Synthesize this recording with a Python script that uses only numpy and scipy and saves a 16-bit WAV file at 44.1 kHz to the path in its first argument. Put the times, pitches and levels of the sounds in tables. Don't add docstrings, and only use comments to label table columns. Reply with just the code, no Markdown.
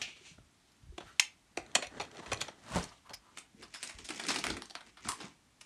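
import sys
import numpy as np
from scipy import signal
from scipy.fft import rfft, irfft, next_fast_len
from scipy.io import wavfile
from scipy.ndimage import uniform_filter1d, map_coordinates

SR = 44100
rng = np.random.default_rng(int(sys.argv[2]) if len(sys.argv) > 2 else 0)


def wrap_up_sound(samples):
    columns = np.atleast_2d(samples).T
    tamed = np.clip(columns, -1, 1)
    steps = np.round(tamed * 32767).astype(np.int16)
    wavfile.write(sys.argv[1], SR, steps)


N = 249372
TIME = np.arange(N) / SR
AGE = TIME[:SR // 2]
LEAD_S = 0.01


def amp(db):
    return 10 ** (np.asarray(db) / 20)


def unit(x):
    return x / np.sqrt(np.mean(x ** 2) + 1e-20)


def unit_hit(x):
    power = uniform_filter1d(x ** 2, size=265, mode="constant")
    return x / np.sqrt(power.max() + 1e-20)


def fade(t, t60):
    return 1000. ** (-t / np.maximum(t60, 1e-3))


def swell(s, hold, rise, fall):
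    return fade(np.maximum(s - TIME, 0), rise) * fade(np.maximum(TIME - s - hold, 0), fall)


def gestures(rows, rise, fall):
    return sum(amp(levels_db)[:, None] * swell(s, hold, rise, fall) for s, hold, *levels_db in rows)


def wobble(size, per_s):
    at = np.arange(size) * per_s / SR
    return map_coordinates(rng.standard_normal(int(at[-1]) + 4), [at])


def add(track, s, sound):
    part = track[max(round(s * SR), 0):][:len(sound)]
    part += sound[:len(part)]


def along(points, hz):
    f, v = np.transpose(points)
    return np.interp(np.log(hz + 1), np.log(f + 1), v)


def filtered(x, response):
    m = next_fast_len(len(x) + SR // 4)
    return irfft(rfft(x, m) * response(np.fft.rfftfreq(m, 1 / SR)), m)[:len(x)]


def coloured(x, spectrum):
    return unit(filtered(x, lambda hz: amp(along(spectrum, hz))))


def noise(spectrum, size=N):
    return coloured(rng.standard_normal(size), spectrum)


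def grains(spectrum, per_s, spread_db, smooth):
    size = amp(spread_db * np.clip(rng.standard_normal(N), -2, 2))
    slips = (rng.random(N) < per_s / SR) * rng.choice([-1, 1], N) * size
    return coloured(unit(slips) + smooth * rng.standard_normal(N), spectrum)


def ring(modes):
    out = np.zeros(len(AGE))
    for hz, db, t60 in modes:
        strength = amp(db + rng.normal(0, 0.4))
        out += strength * fade(AGE, t60) * np.sin(2 * np.pi * (hz * AGE + rng.random()))
    return unit_hit(out)


def resonate(x, modes):
    def response(f):
        total = 0
        for k, (hz, width, db) in enumerate(modes):
            peak = 1j * f * width / (hz * hz - f * f + 1j * f * width)
            total = total + (-1) ** k * amp(db) * peak
        return total
    return filtered(x, response)


def strike(t60, lead_db, crack):
    t = AGE - LEAD_S
    rebounds = amp(3 * wobble(len(t), per_s=450) - 1)
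    before = amp(lead_db) * fade(abs(t), 0.019)
    after = rebounds * fade(abs(t), t60) + crack * fade(abs(t), 0.001)
    return np.where(t < 0, before, after) * rng.standard_normal(len(t))


def voiced(burst, edges, levels_db):
    out = 0
    for band, db in zip(zip(edges, edges[1:]), levels_db):
        sos = signal.butter(N=3, Wn=band, btype="band", fs=SR, output="sos")
        out = out + amp(db) * unit_hit(signal.sosfilt(sos, burst))
    return out


def tilted(bands_db, tilt_db):
    steps = np.arange(len(bands_db))
    return np.asarray(bands_db) + tilt_db * (steps - steps.mean())


# pitch_hz [Hz], t60_s [s]
ROOM_DECAY = [(200, 0.27), (700, 0.27), (2500, 0.24), (6000, 0.2), (12000, 0.17)]


def room(x):
    hz, t, z = signal.stft(rng.standard_normal(len(AGE)), SR, nperseg=256)
    decaying = z * fade(t, along(ROOM_DECAY, hz)[:, None])
    tail = signal.istft(decaying, SR, nperseg=256)[1]
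    tail = tail * (1 - fade(np.arange(len(tail)) / SR, 0.013))
    return signal.fftconvolve(x, tail / np.linalg.norm(tail))[:len(x)]


def heard(x, room_db):
    return x + amp(room_db) * room(x)


# [dB, relative]
ROOM_TONE = [(15, -38.5), (25, -2), (64, -3.5), (273, 0), (485, -11.5), (697, -8.5), (2430, -12),
             (4900, -14.5), (6700, -15.5), (8910, -17), (12500, -26.5), (16200, -48.5), (22000, -120)]


def room_tone():
    return amp(-69.0) * noise(ROOM_TONE)


# start_s [s], hold_s [s], body_db [dB], hiss_db [dB]
FINGER_STROKES = [(0.0, 0.023, -51, -49.5), (0.22, 0.039, -70, -57), (0.66, 0.59, -82, -74.5),
                  (1.05, 0.15, -64.5, -62), (1.6, 0.11, -54.5, -62.5), (1.94, .1, -48, -58.5),
                  (2.18, 0.29, -49, -55.5), (2.74, 0.17, -72, -56), (3.26, 0.17, -67.5, -71)]
STROKE_RISE_S, STROKE_FALL_S = 0.25, 0.64
# [dB, relative]
RUB_BODY_SPECTRUM = [(41, -44), (70, -7), (124, -6.5), (422, -4.5), (492, -10), (670, -6), (899, -11),
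                     (2000, -11.5), (2600, -51.5), (4400, -120)]
RUB_HISS_SPECTRUM = [(710, -8.5), (1200, -8), (1580, -7.5), (2660, -2), (3710, -0.5), (4880, -8),
                     (8700, -8.5), (12500, -46), (16200, -62), (22000, -120)]
# [dB, relative]
PLATE_MODES = [(260, 270, -11), (703, 120, 3), (800, 130, -4), (1038, 180, -2.5), (1980, 200, -5),
               (2480, 260, 3.5), (3220, 230, -1.5), (3450, 210, 1.5), (4284, 120, -1), (4280, 280, -8.5),
               (5950, 420, 1), (6750, 250, 2), (6900, 90, 8), (8200, 980, -0.5)]
# start_s [s], level_db [dB, before BUMP_TRIM_DB], pitch_hz [Hz]
SOFT_BUMPS = [(0.211, -54, 372), (0.312, -49.5, 154), (0.831, -44.5, 99), (0.888, -37.5, 60.7),
              (0.923, -49.5, 375), (0.98, -36.5, 344), (1.06, -49.5, 124), (1.574, -30.5, 339),
              (2.128, -50, 370), (2.332, -36.5, 104), (2.418, -42, 117), (2.764, -35, 150),
              (3.545, -47, 208), (3.946, -43, 60), (4.03, -49, 60), (4.101, -35, 311), (4.502, -30.5, 322),
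              (5.055, -35, 224), (5.077, -40.5, 107), (5.239, -39, 183)]
BUMP_TRIM_DB = -4
# [dB, before RUMBLE_TRIM_DB]
HAND_JOLTS = [(0.03, -69), (0.39, -53.5), (0.884, -50), (1.05, -59), (1.6, -54), (1.86, -52.5), (2.02, -49),
              (2.33, -42), (2.771, -37), (3.13, -57), (3.64, -60), (4.0, -66), (4.32, -64), (4.511, -40.5),
              (5.081, -57), (5.27, -65)]
JOLT_RISE_S, JOLT_FALL_S = 0.22, 0.24
TREMOR_DB, RUMBLE_TRIM_DB = -74, -5.0
# [dB, relative]
RUMBLE_SPECTRUM = [(20, -24), (45, 0), (100, -1.5), (160, -11), (300, -56)]


def handling():
    body, hiss = gestures(FINGER_STROKES, STROKE_RISE_S, STROKE_FALL_S)
    catching = amp(2.5 * wobble(N, per_s=60))
    slips = grains(RUB_BODY_SPECTRUM, per_s=360, spread_db=3.5, smooth=0.9)
    friction = amp(-2.5) * body * slips + amp(-1.5) * hiss * noise(RUB_HISS_SPECTRUM)
    friction = catching * friction
    out = 0.6 * friction + 0.19 * resonate(friction, PLATE_MODES)
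    for s, db, hz in SOFT_BUMPS:
        u = AGE / (0.003 + 0.25 / hz)
        push = u * np.exp(1 - u) * np.sin(2 * np.pi * hz * AGE)
        add(out, s, heard(amp(db + BUMP_TRIM_DB) * push, room_db=-8))
    shake = amp(TREMOR_DB) + sum(amp(db) * swell(s, 0, JOLT_RISE_S, JOLT_FALL_S) for s, db in HAND_JOLTS)
    return out + amp(RUMBLE_TRIM_DB) * shake * noise(RUMBLE_SPECTRUM)


# pitch_hz [Hz], level_db [dB, relative], t60_s [s]
PIN_MODES = [(2310, -9, 0.44), (2430, 0, 0.53), (2980, -8, 0.37), (3400, -1, 0.67), (3350, 7, 0.11),
             (3180, -4, 0.32), (4200, -20, 0.29), (4320, -12, 0.99), (5140, -23, 0.26), (5820, -31, 5.0),
             (6460, -33, 0.45), (6850, -10, 0.55)]
# [dB, relative]
CLINK_SPECTRUM = [(120, -16), (200, -9), (492, -28), (785, -6), (982, -46), (1230, -15), (1860, -15),
                  (2540, -11), (2770, -5.5), (6150, -13), (12500, -37), (16200, -72), (22000, -120)]
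SCRAPE_SPECTRUM = [(880, -46), (1500, -22), (1880, -17), (2280, 7), (2690, 7.5), (3010, 3), (3940, -1),
                   (4260, 1), (5530, -6), (5680, 3), (6820, -0.5), (9490, -13), (12000, -32), (15600, -60),
                   (22000, -120)]


def clink():
    out = np.zeros(N)
    contact = unit_hit(noise(CLINK_SPECTRUM, size=len(AGE)) * fade(AGE, 0.073))
    shimmer = unit(resonate(noise(SCRAPE_SPECTRUM, size=len(AGE)), [(2540, 1500, 0)])) * fade(AGE, 0.42)
    add(out, 0.016, amp(-34.0) * contact + amp(-42.0) * shimmer + amp(-50.0) * ring(PIN_MODES))
    lift = np.exp(-((TIME - 0.28) / 0.039) ** 2)
    out += amp(-57.0) * noise(SCRAPE_SPECTRUM) * lift
    return heard(out, room_db=-5)


KNOCK_EDGES_HZ = [150, 500, 1500, 4500, 9400]
# [dB, relative]
KNOCK_BAND_LEVELS_DB = [-11, -1.5, 0, -6]


def touch(t60, hardness_db):
    chatter = strike(t60, lead_db=-26, crack=0.4)
    modes = [(hz * rng.normal(1, 0.015), width, db + rng.normal(0, 1.8)) for hz, width, db in PLATE_MODES]
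    bands_db = tilted(KNOCK_BAND_LEVELS_DB, hardness_db)
    return voiced(0.35 * chatter + resonate(chatter, modes), KNOCK_EDGES_HZ, bands_db)


# start_s [s], end_s [s]
FUMBLE_SPAN_S = (1.6, 2.66)
GRAZE_DB, GRAZE_SPREAD_DB, GRAZE_T60_S = -6, 0.5, 0.012


def grazes(count):
    out = np.zeros(N)
    times = rng.uniform(*FUMBLE_SPAN_S, count)
    for s, (size, hardness) in zip(times, rng.uniform(-1, 1, (count, 2))):
        graze = touch(GRAZE_T60_S, hardness_db=3 * hardness)
        add(out, s, amp(GRAZE_DB + GRAZE_SPREAD_DB * size) * graze)
    rubbing, _ = gestures(FINGER_STROKES, STROKE_RISE_S, STROKE_FALL_S)
    return rubbing * out


# start_s [s, before KNOCK_DELAY_S], level_db [dB, before KNOCK_TRIM_DB],
# hardness_db [dB of tilt per band], t60_s [s]
PLUG_KNOCKS = [(0.378, -56.5, -13, 0.018), (0.977, -35, -2, 0.034), (1.001, -42.5, -5.5, 0.11),
               (1.569, -27, -0.5, 0.07), (1.749, -17.5, 5, 0.038), (1.757, -25.5, -1.5, 0.026),
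               (1.78, -43, -11, 0.075), (1.82, -31, 0, 0.12), (1.866, -43.5, 5, .012),
               (1.964, -52, -12.5, 0.03), (1.996, -29, -2.5, 0.034), (2.007, -35.5, 1, 0.075),
               (2.194, -45, -5.5, .015), (2.258, -43, 0.5, 0.062), (2.3143, -26, -2, 0.079),
               (2.329, -29.5, 4.5, 0.018), (2.342, -38.5, 2, 0.0066), (2.411, -29, 4.5, 0.033),
               (2.48, -36.5, -3, 0.027), (2.753, -37, -4, 0.033), (2.828, -53, 11, 0.036),
               (2.838, -51.5, 13.5, 0.0096), (3.092, -47.5, 1.5, 0.016), (3.103, -46, -7, 0.044),
               (3.131, -43, 5.5, 0.057)]
KNOCK_DELAY_S, KNOCK_TRIM_DB, KNOCK_ROOM_DB = 0.0024, -6.5, -12


def plug():
    out = heard(grazes(count=20), KNOCK_ROOM_DB)
    for s, db, hardness_db, t60 in PLUG_KNOCKS:
        knock = amp(db + KNOCK_TRIM_DB) * touch(t60, hardness_db)
        add(out, s + KNOCK_DELAY_S - LEAD_S, heard(knock, KNOCK_ROOM_DB))
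    return out


# middle_s [s], level_db [dB], pitch_hz [Hz], half_length_s [s]
SHORT_SLIDES = [(0.678, -79, 4030, 0.085), (1.084, -57, 1450, 0.027), (2.145, -61, 693, 0.021),
                (2.263, -57, 960, 0.047), (2.411, -37.5, 3300, 0.005), (2.918, -56.5, 1020, 0.011),
                (3.068, -57.5, 1080, 0.015), (3.104, -51.5, 970, 0.013), (3.274, -67, 1050, 0.056)]


def scuffs():
    out = np.zeros(N)
    middle = AGE.mean()
    for s, db, hz, half in SHORT_SLIDES:
        rasp = unit(resonate(rng.standard_normal(len(AGE)), [(hz, 0.23 * hz, 0)]))
        add(out, s - middle, amp(db) * rasp * np.exp(-((AGE - middle) / half) ** 2))
    return heard(out, room_db=-4.0)


# start_s [s], level_db [dB], pitch_hz [Hz], width_hz [Hz], t60_s [s]
METAL_TWANGS = [(0.719, -68, 4320, 4000, 0.019), (2.374, -49.5, 4300, 1200, 0.016),
                (2.828, -45.5, 5500, 600, 0.032), (2.891, -56, 5160, 1220, 0.035),
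                (3.134, -45.5, 5100, 500, 0.11), (3.141, -50, 11400, 3520, 0.03),
                (3.632, -53.5, 5100, 300, 0.055), (3.741, -48.5, 5150, 350, 0.24),
                (4.703, -51, 4450, 500, 0.054), (4.753, -46.5, 4520, 600, 0.05),
                (5.088, -34.5, 1077, 298, 0.16), (5.092, -42.5, 8600, 1360, 0.19),
                (5.119, -41.5, 1060, 180, 0.19)]


def twangs():
    out = np.zeros(N)
    for s, db, hz, width, t60 in METAL_TWANGS:
        buzz = resonate(strike(t60, lead_db=-32, crack=0.55), [(hz, width, 0)])
        add(out, s - LEAD_S, amp(db) * unit_hit(resonate(buzz, [(hz, 2 * width, 0)])))
    return out


# [s, half the time to peak]
ROCKER_CONTACTS = [(1.1965, -9, 2520, 0.00032), (1.1974, -18, 5660, 0.00014), (1.1983, -15, 6480, 0.00049)]
# [dB, relative]
HOUSING_SPECTRUM = [(300, -38.5), (700, -17.5), (1200, -6), (1700, -8), (2150, 0.5), (2600, -3.5),
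                    (3400, 0.5), (4800, -8.5), (5400, -5), (6000, -10.5), (6550, -8), (7400, -3.5),
                    (9300, -11.5), (12500, -22)]


def switch():
    out = np.zeros(N)
    for s, db, hz, swell_s in ROCKER_CONTACTS:
        u = AGE / swell_s
        pulse = u ** 2 * np.exp(-u)
        add(out, s, amp(db) * pulse / pulse.max() * np.sin(2 * np.pi * hz * AGE))
    rattle = noise(HOUSING_SPECTRUM, size=len(AGE)) * fade(AGE, 0.027) * (1 - fade(AGE, 0.0056))
    add(out, 1.1962, amp(-20.5) * unit_hit(rattle))
    return heard(out, room_db=-12)


# [dB, relative]
GROAN_SPECTRUM = [(40, -32), (90, -8.5), (170, -6.5), (300, -5.5), (400, -23.5), (600, -11), (1000, -17),
                  (1600, -15.5), (3000, -21.5), (8000, -40.5)]
# [dB, relative]
GRIT_SPECTRUM = [(400, -8), (1000, 6.5), (2000, -7.5), (4500, -5), (9000, -8), (10500, -20), (12500, -39)]
# pitch_hz [Hz], level_db [dB, relative], t60_s [s]
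WALL_MODES = [(177, 10.5, 0.11), (304, -10, 0.084), (415, -5, 0.24), (469, -4, 0.25), (557, 7, 0.076),
              (603, 7, 0.087), (730, -2, 0.15), (850, -30, 0.28), (883, -1, 0.15)]


def shove():
    seat_s = 2.758
    away = abs(TIME - seat_s)
    force = np.where(TIME < seat_s, 0.53 * fade(away, 0.34), fade(away, 0.29))
    rasp = grains(GRIT_SPECTRUM, per_s=900, spread_db=5, smooth=0.4)
    out = force * (amp(-34) * noise(GROAN_SPECTRUM) + amp(-37.0) * rasp)
    add(out, seat_s, amp(-28.0) * ring(WALL_MODES) * (1 - fade(AGE, 0.0048)))
    return heard(out, room_db=-13.0)


CREASE_EDGES_HZ = [560, 1500, 5000, 9500]
# [dB, relative]
CREASE_BAND_LEVELS_DB = [-6, -0.5, -4.5]


def crease(hz, t60, sharpness_db):
    buckle = strike(t60, lead_db=-12.5, crack=1.0)
    panel = resonate(buckle, [(hz, 100 + 0.27 * hz, 6)])
    return voiced(buckle + panel, CREASE_EDGES_HZ, tilted(CREASE_BAND_LEVELS_DB, sharpness_db))


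# start_s [s], hold_s [s], boom_db [dB], crinkle_db [dB]
DUCT_SQUEEZES = [(3.366, 0.012, -71.5, -63.5), (3.611, .01, -55, -61.5), (3.741, 0.0081, -77, -59.5),
                 (3.828, 0.059, -70, -54), (3.998, 0.0062, -59, -56), (4.127, 0.11, -55.5, -52.5),
                 (4.286, 0.093, -46.5, -43.5), (4.479, 0.037, -45.5, -50.5), (4.569, 0.012, -50.5, -72),
                 (4.867, .02, -67.5, -64.5), (5.057, 0.042, -56.5, -50), (5.215, 0.037, -52.5, -54.5)]
SQUEEZE_RISE_S, SQUEEZE_FALL_S = 0.15, 0.27
CREASE_HZ, CREASE_TILT_DB = 2220, 4
SMALL_DB, SMALL_SPREAD_DB, SMALL_T60_S = 3, 2.5, 0.017


def small_creases(count):
    out = np.zeros(N)
    times = rng.uniform(DUCT_SQUEEZES[0][0], DUCT_SQUEEZES[-1][0], count)
    for s, (size, octaves) in zip(times, rng.uniform(-1, 1, (count, 2))):
        snap = crease(CREASE_HZ * 2 ** octaves, SMALL_T60_S, CREASE_TILT_DB * octaves)
        add(out, s, amp(SMALL_DB + SMALL_SPREAD_DB * size) * snap)
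    return out


# start_s [s, before CREASE_DELAY_S], level_db [dB, before CREASE_TRIM_DB],
# sharpness_db [dB of tilt per band], pitch_hz [Hz], t60_s [s]
LARGE_CREASES = [(3.372, -39, -1, 2520, 0.056), (3.384, -48.5, 13, 8800, 0.02),
                 (3.625, -44.5, -2.5, 1200, 0.095), (3.739, -40, 0.5, 1120, 0.11),
                 (3.828, -33.5, 5.5, 8640, 0.041), (3.837, -40, 3, 8200, 0.067),
                 (3.874, -42, 7.5, 6300, .024), (3.893, -39.5, 0.5, 2080, 0.064),
                 (3.986, -43.5, 2, 3070, 0.03), (4.044, -44, 6.5, 6240, 0.11),
                 (4.088, -35.5, 1.5, 2800, 0.036), (4.103, -33.5, -0.5, 1680, 0.039),
                 (4.159, -46.5, 8, 5600, 0.038), (4.196, -32, -2.5, 2100, 0.04),
                 (4.236, -36.5, -0.5, 3855, 0.036), (4.266, -37, 4, 2200, 0.036),
                 (4.285, -25.5, 2, 6400, 0.072), (4.303, -26, -3.5, 2700, 0.048),
                 (4.315, -36.5, 7, 1640, 0.018), (4.343, -35, 2, 1830, .04),
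                 (4.359, -28, -0.5, 2820, 0.031), (4.386, -33.5, 3, 4050, 0.054),
                 (4.439, -26.5, -2, 2155, 0.058), (4.466, -28.5, -1.5, 2120, 0.015),
                 (4.502, -30, -2, 4070, 0.02), (4.537, -44.5, -6, 955, 0.021),
                 (4.567, -37, -2, 2260, 0.029), (4.62, -37.5, -2, 920, 0.0095),
                 (4.656, -54, 11.5, 4370, 0.009), (4.698, -48.5, 3, 4530, 0.0049),
                 (4.708, -44, -1, 4470, 0.006), (4.752, -35, -4, 870, 0.012),
                 (4.807, -48, -4.5, 2130, 0.033), (4.97, -49, -6, 1350, 0.089),
                 (5.052, -44.5, -9, 1316, 0.039), (5.073, -46, -14, 1050, 0.019),
                 (5.087, -31.5, 9, 1100, 0.024), (5.118, -38, 4.5, 1150, 0.0079),
                 (5.201, -41, -5, 1000, 0.27), (5.611, -45, 3.5, 2600, 0.024)]
CREASE_DELAY_S, CREASE_TRIM_DB = 0.000976, -5.5
DRUM_DB, DRUM_RISE_S, DRUM_T60_S = -15.5, 0.048, 0.067
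FOLD_PITCHES_HZ = [900, 2200, 4500, 8000]
# [dB, relative]
TUBE_SPECTRUM = [(53, -41), (90, -20.5), (203, -5), (289, -3), (408, -5.5), (492, -12.5), (659, -23),
                 (700, -22.5), (910, -57), (1540, -120)]
FILM_SPECTRUM = [(250, -16), (500, -10), (800, -4), (1300, -6.5), (2200, 4), (4300, -6), (6500, -2),
                 (9000, -11), (10500, -54), (12500, -18)]


def duct():
    boom, crinkle = gestures(DUCT_SQUEEZES, SQUEEZE_RISE_S, SQUEEZE_FALL_S)
    folds = np.zeros(N)
    for hz in FOLD_PITCHES_HZ:
        slips = grains(FILM_SPECTRUM, per_s=300, spread_db=2.5, smooth=0.3)
        folds += resonate(slips, [(hz, 0.66 * hz, 0)])
    out = heard(crinkle * (unit(folds) + small_creases(count=30)), room_db=-12)
    drum = (1 - fade(AGE, DRUM_RISE_S)) * fade(AGE, DRUM_T60_S)
    for s, db, sharpness_db, hz, t60 in LARGE_CREASES:
        snap = amp(db + CREASE_TRIM_DB) * crease(hz, t60, sharpness_db)
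        add(out, s + CREASE_DELAY_S - LEAD_S, heard(snap, room_db=-5.0))
        add(boom, s, amp(db + DRUM_DB) * drum)
    return out + boom * noise(TUBE_SPECTRUM)


def scene():
    socket = clink() + switch() + plug() + scuffs() + shove()
    return (socket + twangs() + handling() + duct() + room_tone())[None]


def record(dry):
    top_hz = 12500
    sos = signal.butter(N=3, Wn=32, btype="high", fs=SR, output="sos")
    low_cut = signal.sosfilt(sos, dry[0])
    return filtered(low_cut, lambda hz: 1 / np.sqrt(1 + (hz / top_hz) ** 160))[None]


dry = scene()
out = record(dry)
wrap_up_sound(out)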